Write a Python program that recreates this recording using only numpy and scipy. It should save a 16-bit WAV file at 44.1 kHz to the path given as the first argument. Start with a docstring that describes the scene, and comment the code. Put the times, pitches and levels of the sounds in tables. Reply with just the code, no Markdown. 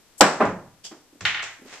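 """Pool jump shot off the table

In a small room a cue cracks the ball hard into the slate, and the table rings. The ball thuds on the far
rail and flies off, brushes a curtain, bumps the wall, drops to the floor and clatters against wood. Then
it rumbles softly along the floor while something slides. Impacts are coloured pulses with room echo,
struck bodies ring as decaying sines, and friction is swelling, grainy noise."""
import sys
import numpy as np
from scipy import signal
from scipy.fft import rfft, irfft, next_fast_len
from scipy.io import wavfile
from scipy.ndimage import uniform_filter1d

SR = 44100
rng = np.random.default_rng(int(sys.argv[2]) if len(sys.argv) > 2 else 0)


def generate_wav(sig):
    """Save sig (samples, or channels by samples) to the path in sys.argv[1] as 16-bit PCM at SR."""
    pcm = np.round(np.clip(np.atleast_2d(sig).T, -1, 1) * 32767).astype(np.int16)
    wavfile.write(sys.argv[1], SR, pcm)


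N = 79380
TIME = np.arange(N) / SR
FFT_SIZE = next_fast_len(2 * N, True)
HZ = np.maximum(np.fft.rfftfreq(FFT_SIZE, 1 / SR), 1)
LEFT_RIGHT = np.array([[1], [-1]])

# the ball driven into the slate (time [s], level [dB])
SLATE_HITS = [(.2092, 2.4)]


def from_db(db):
    """Decibels to gain."""
    return 10 ** (np.asarray(db) / 20)


def at_hz(points, hz):
    """Read a curve on a log-frequency axis."""
    freqs, values = np.transpose(points)
    return np.interp(np.log(hz), np.log(freqs), values)


def decay(t60, t=TIME):
    """Fade by 60 dB in t60 seconds."""
    return np.exp(-np.log(1000) * t / t60)


def filtered(x, gain):
    """Apply a frequency response."""
    return irfft(rfft(x, FFT_SIZE) * gain, FFT_SIZE)[..., :N]


def coloured(x, colour):
    """Minimum-phase EQ along a dB curve, so nothing rings ahead of an attack."""
    cepstrum = irfft(np.log(from_db(at_hz(colour, HZ))), FFT_SIZE)
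    cepstrum[1:FFT_SIZE // 2] *= 2
    cepstrum[FFT_SIZE // 2 + 1:] = 0
    return filtered(x, np.exp(rfft(cepstrum)))


def panned(x, balance):
    """Lean each frequency to the left or right."""
    return filtered(x, from_db(LEFT_RIGHT * at_hz(balance, HZ) / 2))


def even_noise():
    """Two white noises, random in detail but even in strength over time and frequency."""
    cells = signal.stft(rng.standard_normal((2, N)), nperseg=1024)[2]
    power = uniform_filter1d(np.abs(cells) ** 2, size=4, axis=1)
    power = uniform_filter1d(power, size=2, axis=2)
    noise = signal.istft(cells / np.sqrt(power + 1e-18))[1][:, :N]
    return noise / noise.std()


def diffuse_noise():
    """Stereo noise, narrow in the low mids and wide in the treble."""
    # stereo width (frequency [Hz], side minus mid [dB])
    width = [(30, 0.5), (100, -14.5), (250, -18.5), (700, -13), (1500, -7.5), (3000, -3), (6000, 2),
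             (12000, 0)]
    mid, side = np.roll(even_noise(), N // 2, axis=1)
    return mid + LEFT_RIGHT * filtered(side, from_db(at_hz(width, HZ)))


def room_tail(build_s=0.0041):
    """Reverb that builds quickly and dies at its own rate in each octave."""
    # reverb time of the room (frequency [Hz], t60 [s])
    room_t60 = [(60, 0.94), (170, 0.59), (400, 0.48), (1200, 0.51), (2500, 0.36), (6000, 0.5),
                (12000, 0.22)]
    spectrum, octaves_hz = rfft(diffuse_noise(), FFT_SIZE), np.geomspace(50, 12800, 9)
    tail = 0
    for hz, selector in zip(octaves_hz, np.eye(len(octaves_hz))):
        band = np.interp(np.log(HZ), np.log(octaves_hz), selector)
        tail += irfft(spectrum * band, FFT_SIZE)[:, :N] * decay(at_hz(room_t60, hz))
    return tail * (1 - np.exp(-TIME / build_s))


def pulse_spectrum(hits):
    """One pulse per hit; a soft contact is dull above its cutoff."""
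    spectrum = 0
    for s, db, *cutoff in hits:
        lowpass = 1 / (1 + np.sqrt(2) * 1j * HZ / cutoff[0] - (HZ / cutoff[0]) ** 2) if cutoff else 1
        spectrum += from_db(db) * lowpass * np.exp(-2j * np.pi * HZ * round(s * SR) / SR)
    return spectrum


def impacts(hits, colour, direct_db, body_db, body_t60, room_db, build_s, pan_db=0):
    """Each hit is a pulse with early echoes, a short, dense body ring and the room's tail."""
    # reflections off nearby surfaces (delay [s], signed gain)
    echoes = [(.0037, -1), (0.012, 0.55), (0.0134, -0.6), (.022, 0.2)]
    response = from_db(body_db) * diffuse_noise() * decay(body_t60) + from_db(room_db) * room_tail()
    response *= 1 - np.exp(-TIME / build_s)
    for delay, gain in [(0.0006, 1)] + echoes:
        response[:, int(delay * SR)] += gain * from_db(direct_db)
    struck = filtered(response, pulse_spectrum(hits))
    return coloured(struck, colour) * from_db(LEFT_RIGHT * pan_db / 2)


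def rings(hits, modes, attack_s=0, spread_db=2):
    """Each hit rings every mode at a varying strength; a yielding contact makes the ring swell first."""
    out = np.zeros(N)
    for s, db, *cutoff in hits:
        t = np.maximum(TIME - s, 0)
        swell = np.minimum(t / attack_s, 1) ** 2 if attack_s else 1
        for hz, mode_db, t60 in modes:
            gain = rng.choice([-1, 1]) * from_db(db + mode_db + spread_db * rng.normal())
            if cutoff:
                gain /= np.hypot(1, (hz / cutoff[0]) ** 2)
            out += gain * np.sin(2 * np.pi * hz * t) * swell * decay(t60, np.maximum(t - attack_s, 0))
    return out


def friction(strokes, colour, room_db, grain_db=2):
    """Grainy rubbing noise that swells and fades, with the room behind it."""
    envelope = 0
    for s, attack, t60, db in strokes:
        swell = np.clip((TIME - s) / attack, 0, 1) ** 2
        envelope += from_db(db) * swell * decay(t60, np.maximum(TIME - s - attack, 0))
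    grain_times = TIME[::64]
    grain = from_db(grain_db * np.interp(TIME, grain_times, rng.standard_normal(len(grain_times))))
    rub, tail = diffuse_noise() * envelope * grain, room_tail()
    reverb = filtered(tail / np.sqrt(np.sum(tail[0] ** 2)), rfft(rub.mean(axis=0), FFT_SIZE))
    return coloured(rub + from_db(room_db) * reverb, colour)


def room_hiss():
    """Quiet, steady room tone."""
    # hiss EQ (frequency [Hz], level [dB])
    colour = [(20, -49), (60, -54.5), (150, -55), (300, -51), (700, -56.5), (2000, -59.5), (5000, -61.5),
              (7500, -64), (10000, -67.5), (14000, -68)]
    # hiss panning (frequency [Hz], left minus right [dB])
    balance = [(40, 5.5), (1200, 9), (4000, 3), (8000, -3.5), (12000, -9.5)]
    return panned(coloured(diffuse_noise(), colour), balance)


def late_slide():
    """Something slides softly at the end."""
    # sliding strokes (start [s], attack [s], t60 [s], level [dB])
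    strokes = [(1.62, 0.062, 0.29, -7.5), (1.67, 0.07, 0.36, -0.5)]
    # slide EQ (frequency [Hz], level [dB])
    colour = [(100, -48), (500, -38), (1200, -37.5), (2100, -35.5), (3500, -42.5), (7000, -45.5),
              (9500, -62.5), (14000, -76)]
    return friction(strokes, colour, room_db=-4)


def low_thumps():
    """Deep thumps that bloom in the room."""
    # thumps (time [s], level [dB])
    hits = [(.452, 2.6), (1.21, -1.8)]
    # bass-heavy EQ (frequency [Hz], level [dB])
    colour = [(30, -35), (65, -31.5), (95, -22), (140, -18), (220, -32.5), (500, -37), (3000, -108.5)]
    return impacts(hits, colour, direct_db=11.5, body_db=10, body_t60=0.23, room_db=1, build_s=0.011,
                   pan_db=0.5)


def light_ticks():
    """Small, bright contacts with hardly any ring."""
    # ticks (time [s], level [dB], cutoff [Hz])
    hits = [(.452, -0.5, 15000), (1.2078, 3.5, 8150), (1.218, -5.5, 3930), (1.4235, 0, 12220),
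            (1.428, 4.5, 12000), (1.438, 2.5, 11700)]
    # tick EQ (frequency [Hz], level [dB])
    colour = [(100, -70.5), (600, -34.5), (2200, -32.5), (4000, -39.5), (7300, -37.5), (9500, -64),
              (14000, -65.5)]
    return impacts(hits, colour, direct_db=19.5, body_db=2, body_t60=0.033, room_db=-6, build_s=0.00041)


def curtain_brush():
    """The flying ball swishes along the curtain."""
    # brushes (start [s], attack [s], t60 [s], level [dB])
    strokes = [(.832, 0.021, 0.032, -1), (.85, 0.017, 0.12, -5)]
    # fabric EQ (frequency [Hz], level [dB])
    colour = [(100, -43.5), (600, -34), (1200, -41), (2400, -37.5), (3300, -25), (4000, -38), (4700, -26),
              (7300, -32.5), (9500, -47.5), (14000, -57)]
    return friction(strokes, colour, room_db=-8)


def wall_bump():
    """The ball meets the wall with one dull knock."""
    # contact (time [s], level [dB])
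    hits = [(.912, 0.0073)]
    # wall EQ (frequency [Hz], level [dB])
    colour = [(80, -55), (180, -37), (300, -25.5), (550, -34), (1400, -40.5), (3000, -52.5), (10000, -71.5)]
    return impacts(hits, colour, direct_db=16.5, body_db=6, body_t60=0.16, room_db=-2, build_s=0.0033,
                   pan_db=-0.5)


def floor_roll():
    """The ball bumps along the floor, which answers with a low, damped ring."""
    # bumps (time [s], level [dB])
    hits = [(1.122, -6.5), (1.146, -8.5), (1.586, -8.5), (1.614, -1), (1.649, 0.5)]
    # rumble EQ (frequency [Hz], level [dB])
    colour = [(80, -60), (170, -43.5), (240, -35), (300, -29), (360, -37), (460, -35.5), (700, -49),
              (3000, -65.5)]
    # floor resonances (frequency [Hz], level [dB], t60 [s])
    modes = [(264.5, -1, 0.055), (428, -9, 0.032)]
    bumps = impacts(hits, colour, direct_db=18, body_db=4, body_t60=0.12, room_db=-3, build_s=0.0022,
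                    pan_db=-2)
    return bumps + from_db(-44) * rings(hits, modes, attack_s=0.012)


def wood_clatter():
    """The ball strikes something wooden: one sharp clack, then softer, duller ones."""
    # clacks (time [s], level [dB], cutoff [Hz])
    hits = [(1.2518, 3, 16440), (1.3457, -6, 4240), (1.3705, -11, 3600), (1.3936, -9, 3330),
            (1.4604, -15.5, 2700)]
    # clack EQ (frequency [Hz], level [dB])
    colour = [(50, -35), (300, -32), (550, -31.5), (760, -21), (1100, -19), (2000, -7.5), (3600, -15),
              (4800, -27.5), (6000, -29.5), (7300, -33), (9000, -53), (14000, -53)]
    # wood resonances (frequency [Hz], level [dB], t60 [s])
    modes = [(1430, 9, 0.096), (1950, -10, 0.36), (1920, -10.5, 0.076), (2230, -2, 0.26), (2930, 6, 0.083),
             (3050, 6, 0.21), (3634, 10.5, 0.06), (4410, 18.5, 0.0061)]
    clacks = impacts(hits, colour, direct_db=17.5, body_db=-4, body_t60=0.068, room_db=-3.5,
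                     build_s=0.0005)
    return clacks + from_db(-38.5) * rings(hits, modes, attack_s=0.00072)


def rail_and_table():
    """The ball thuds and jostles on the rail; slate and rail hits ring the table, and it shudders."""
    # rail contacts (time [s], level [dB])
    rail_hits = [(.3995, -7.5), (.4045, -1.5), (.433, -10), (.456, -12)]
    # rail EQ (frequency [Hz], level [dB])
    colour = [(40, -41), (100, -22), (170, -4), (500, -2), (1050, -5), (1600, -10), (2500, -21),
              (3500, -34), (7000, -45), (14000, -73)]
    # table resonances (frequency [Hz], level [dB], t60 [s])
    table_modes = [(196, -10, 0.42), (296.7, -7, 0.42), (347, -5, 0.32), (549, -10.5, 0.49),
                   (621.5, -4, 0.25), (612, -4.5, 0.076), (770, -1.5, 0.2), (852.5, -4.5, 0.32),
                   (984, -7, 0.26), (1033, -2.5, 0.22), (1138, -7, 0.22), (1182, -12, 0.29),
                   (1314, -2.5, 0.098)]
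    # jolts of the frame (time [s], level [dB])
    jolts = [(.516, -29.5), (.556, -33)]
    # frame resonance (frequency [Hz], level [dB], t60 [s])
    frame_modes = [(200, 0, 0.07)]
    thud = impacts(rail_hits, colour, direct_db=14, body_db=2, body_t60=0.27, room_db=-6, build_s=0.004,
                   pan_db=-0.5)
    slate_ring = from_db(-20) * rings(SLATE_HITS, table_modes)
    rail_ring = from_db(-19) * rings(rail_hits[1:2], table_modes)  # the hardest contact only
    shudder = rings(jolts, frame_modes, attack_s=0.012)
    return thud + slate_ring + rail_ring + shudder


def slate_slam():
    """The ball slams into the slate and gives the shot its weight."""
    # slate EQ (frequency [Hz], level [dB])
    colour = [(40, -31), (70, -34.5), (110, -34.5), (145, -7.5), (350, -3.5), (600, -1), (880, -2.5),
              (1400, -3.5), (2500, -13), (5000, -27), (14000, -60)]
    return impacts(SLATE_HITS, colour, direct_db=10.5, body_db=4, body_t60=0.16, room_db=-1.5,
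                   build_s=0.0024)


def cue_slide():
    """The cue slides forward with a thin hiss."""
    # cue stroke (start [s], attack [s], t60 [s], level [dB])
    strokes = [(.176, 0.0052, 0.17, -7.5)]
    # airy EQ (frequency [Hz], level [dB])
    colour = [(100, -48), (400, -57.5), (1200, -53), (2500, -54.5), (6000, -39.5), (8000, -32.5),
              (12000, -39.5), (15000, -53.5)]
    return friction(strokes, colour, room_db=4.5)


def cue_strike():
    """The tip cracks on the ball; cue and ball ring brightly over a short knock."""
    # tip contact (time [s], level [dB])
    tip_hits = [(.2085, 0.0058)]
    # crack EQ (frequency [Hz], level [dB])
    colour = [(300, -42), (1500, -17), (3200, -20.5), (4300, -20.5), (5500, -18), (6500, -23), (8000, -22),
              (9300, -38.5), (13500, -40.5), (16000, -58)]
    # cue and ball resonances (frequency [Hz], level [dB], t60 [s])
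    crack_modes = [(1597, -8, 0.14), (1720, -16, 0.83), (2522, 1.5, 0.073), (3260, 2.5, 0.062),
                   (4000, -6, 0.26), (5590, -5, 0.24), (7346, -14, 0.19)]
    # crack panning (frequency [Hz], left minus right [dB])
    balance = [(2400, 3.5), (4400, -3), (8000, 0.5), (12000, 5.5)]
    # knocks: the cue meeting the ball, then the ball's rebound (time [s], level [dB])
    knock_hits = [(.2054, -1.5), (.2158, -8)]
    # damped knock resonance (frequency [Hz], level [dB], t60 [s])
    knock_modes = [(794, -1, 0.017)]
    crack = impacts(tip_hits, colour, direct_db=25.5, body_db=18.5, body_t60=0.04, room_db=-0.5,
                    build_s=0.00026, pan_db=2)
    ring = from_db(-22) * rings(tip_hits, crack_modes)
    knock = rings(knock_hits, knock_modes, attack_s=0.0029)
    return panned(crack + ring, balance) + knock


def gain_control(x, threshold_db=-16.5, slope=0.2, recovery_db_per_s=1, makeup_db=2.5):
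    """Gentle compression: loud sound ducks the gain, which recovers slowly."""
    power = uniform_filter1d(np.mean(x ** 2, axis=0), size=441)
    over_db = np.maximum(10 * np.log10(power.clip(1e-12)) - threshold_db, 0)
    recovery_db = recovery_db_per_s * TIME
    cut_db = np.maximum.accumulate(slope * over_db + recovery_db) - recovery_db
    return x * from_db(makeup_db - cut_db)


def scene():
    """The shot, the stray ball and the small sounds over the room tone."""
    shot = cue_slide() + cue_strike() + slate_slam() + rail_and_table()
    stray_ball = curtain_brush() + wall_bump() + wood_clatter() + floor_roll()
    return shot + stray_ball + light_ticks() + low_thumps() + late_slide() + room_hiss()


def record(dry):
    """Two unequal microphones feed the compressor; the crack clips and the top end is cut."""
    # microphone imbalance (frequency [Hz], left minus right [dB])
    balance = [(40, -5.5), (200, -0.2), (2600, -0.5), (4600, -1.5), (6200, -4.5), (7600, 12.5),
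               (14000, 7.5)]
    ceiling, cutoff_hz = 0.93, 15000
    clipped = np.clip(gain_control(panned(dry, balance)), -ceiling, ceiling)
    return signal.sosfilt(signal.cheby2(16, 70, cutoff_hz, fs=SR, output="sos"), clipped)


dry = scene()
out = record(dry)
generate_wav(out)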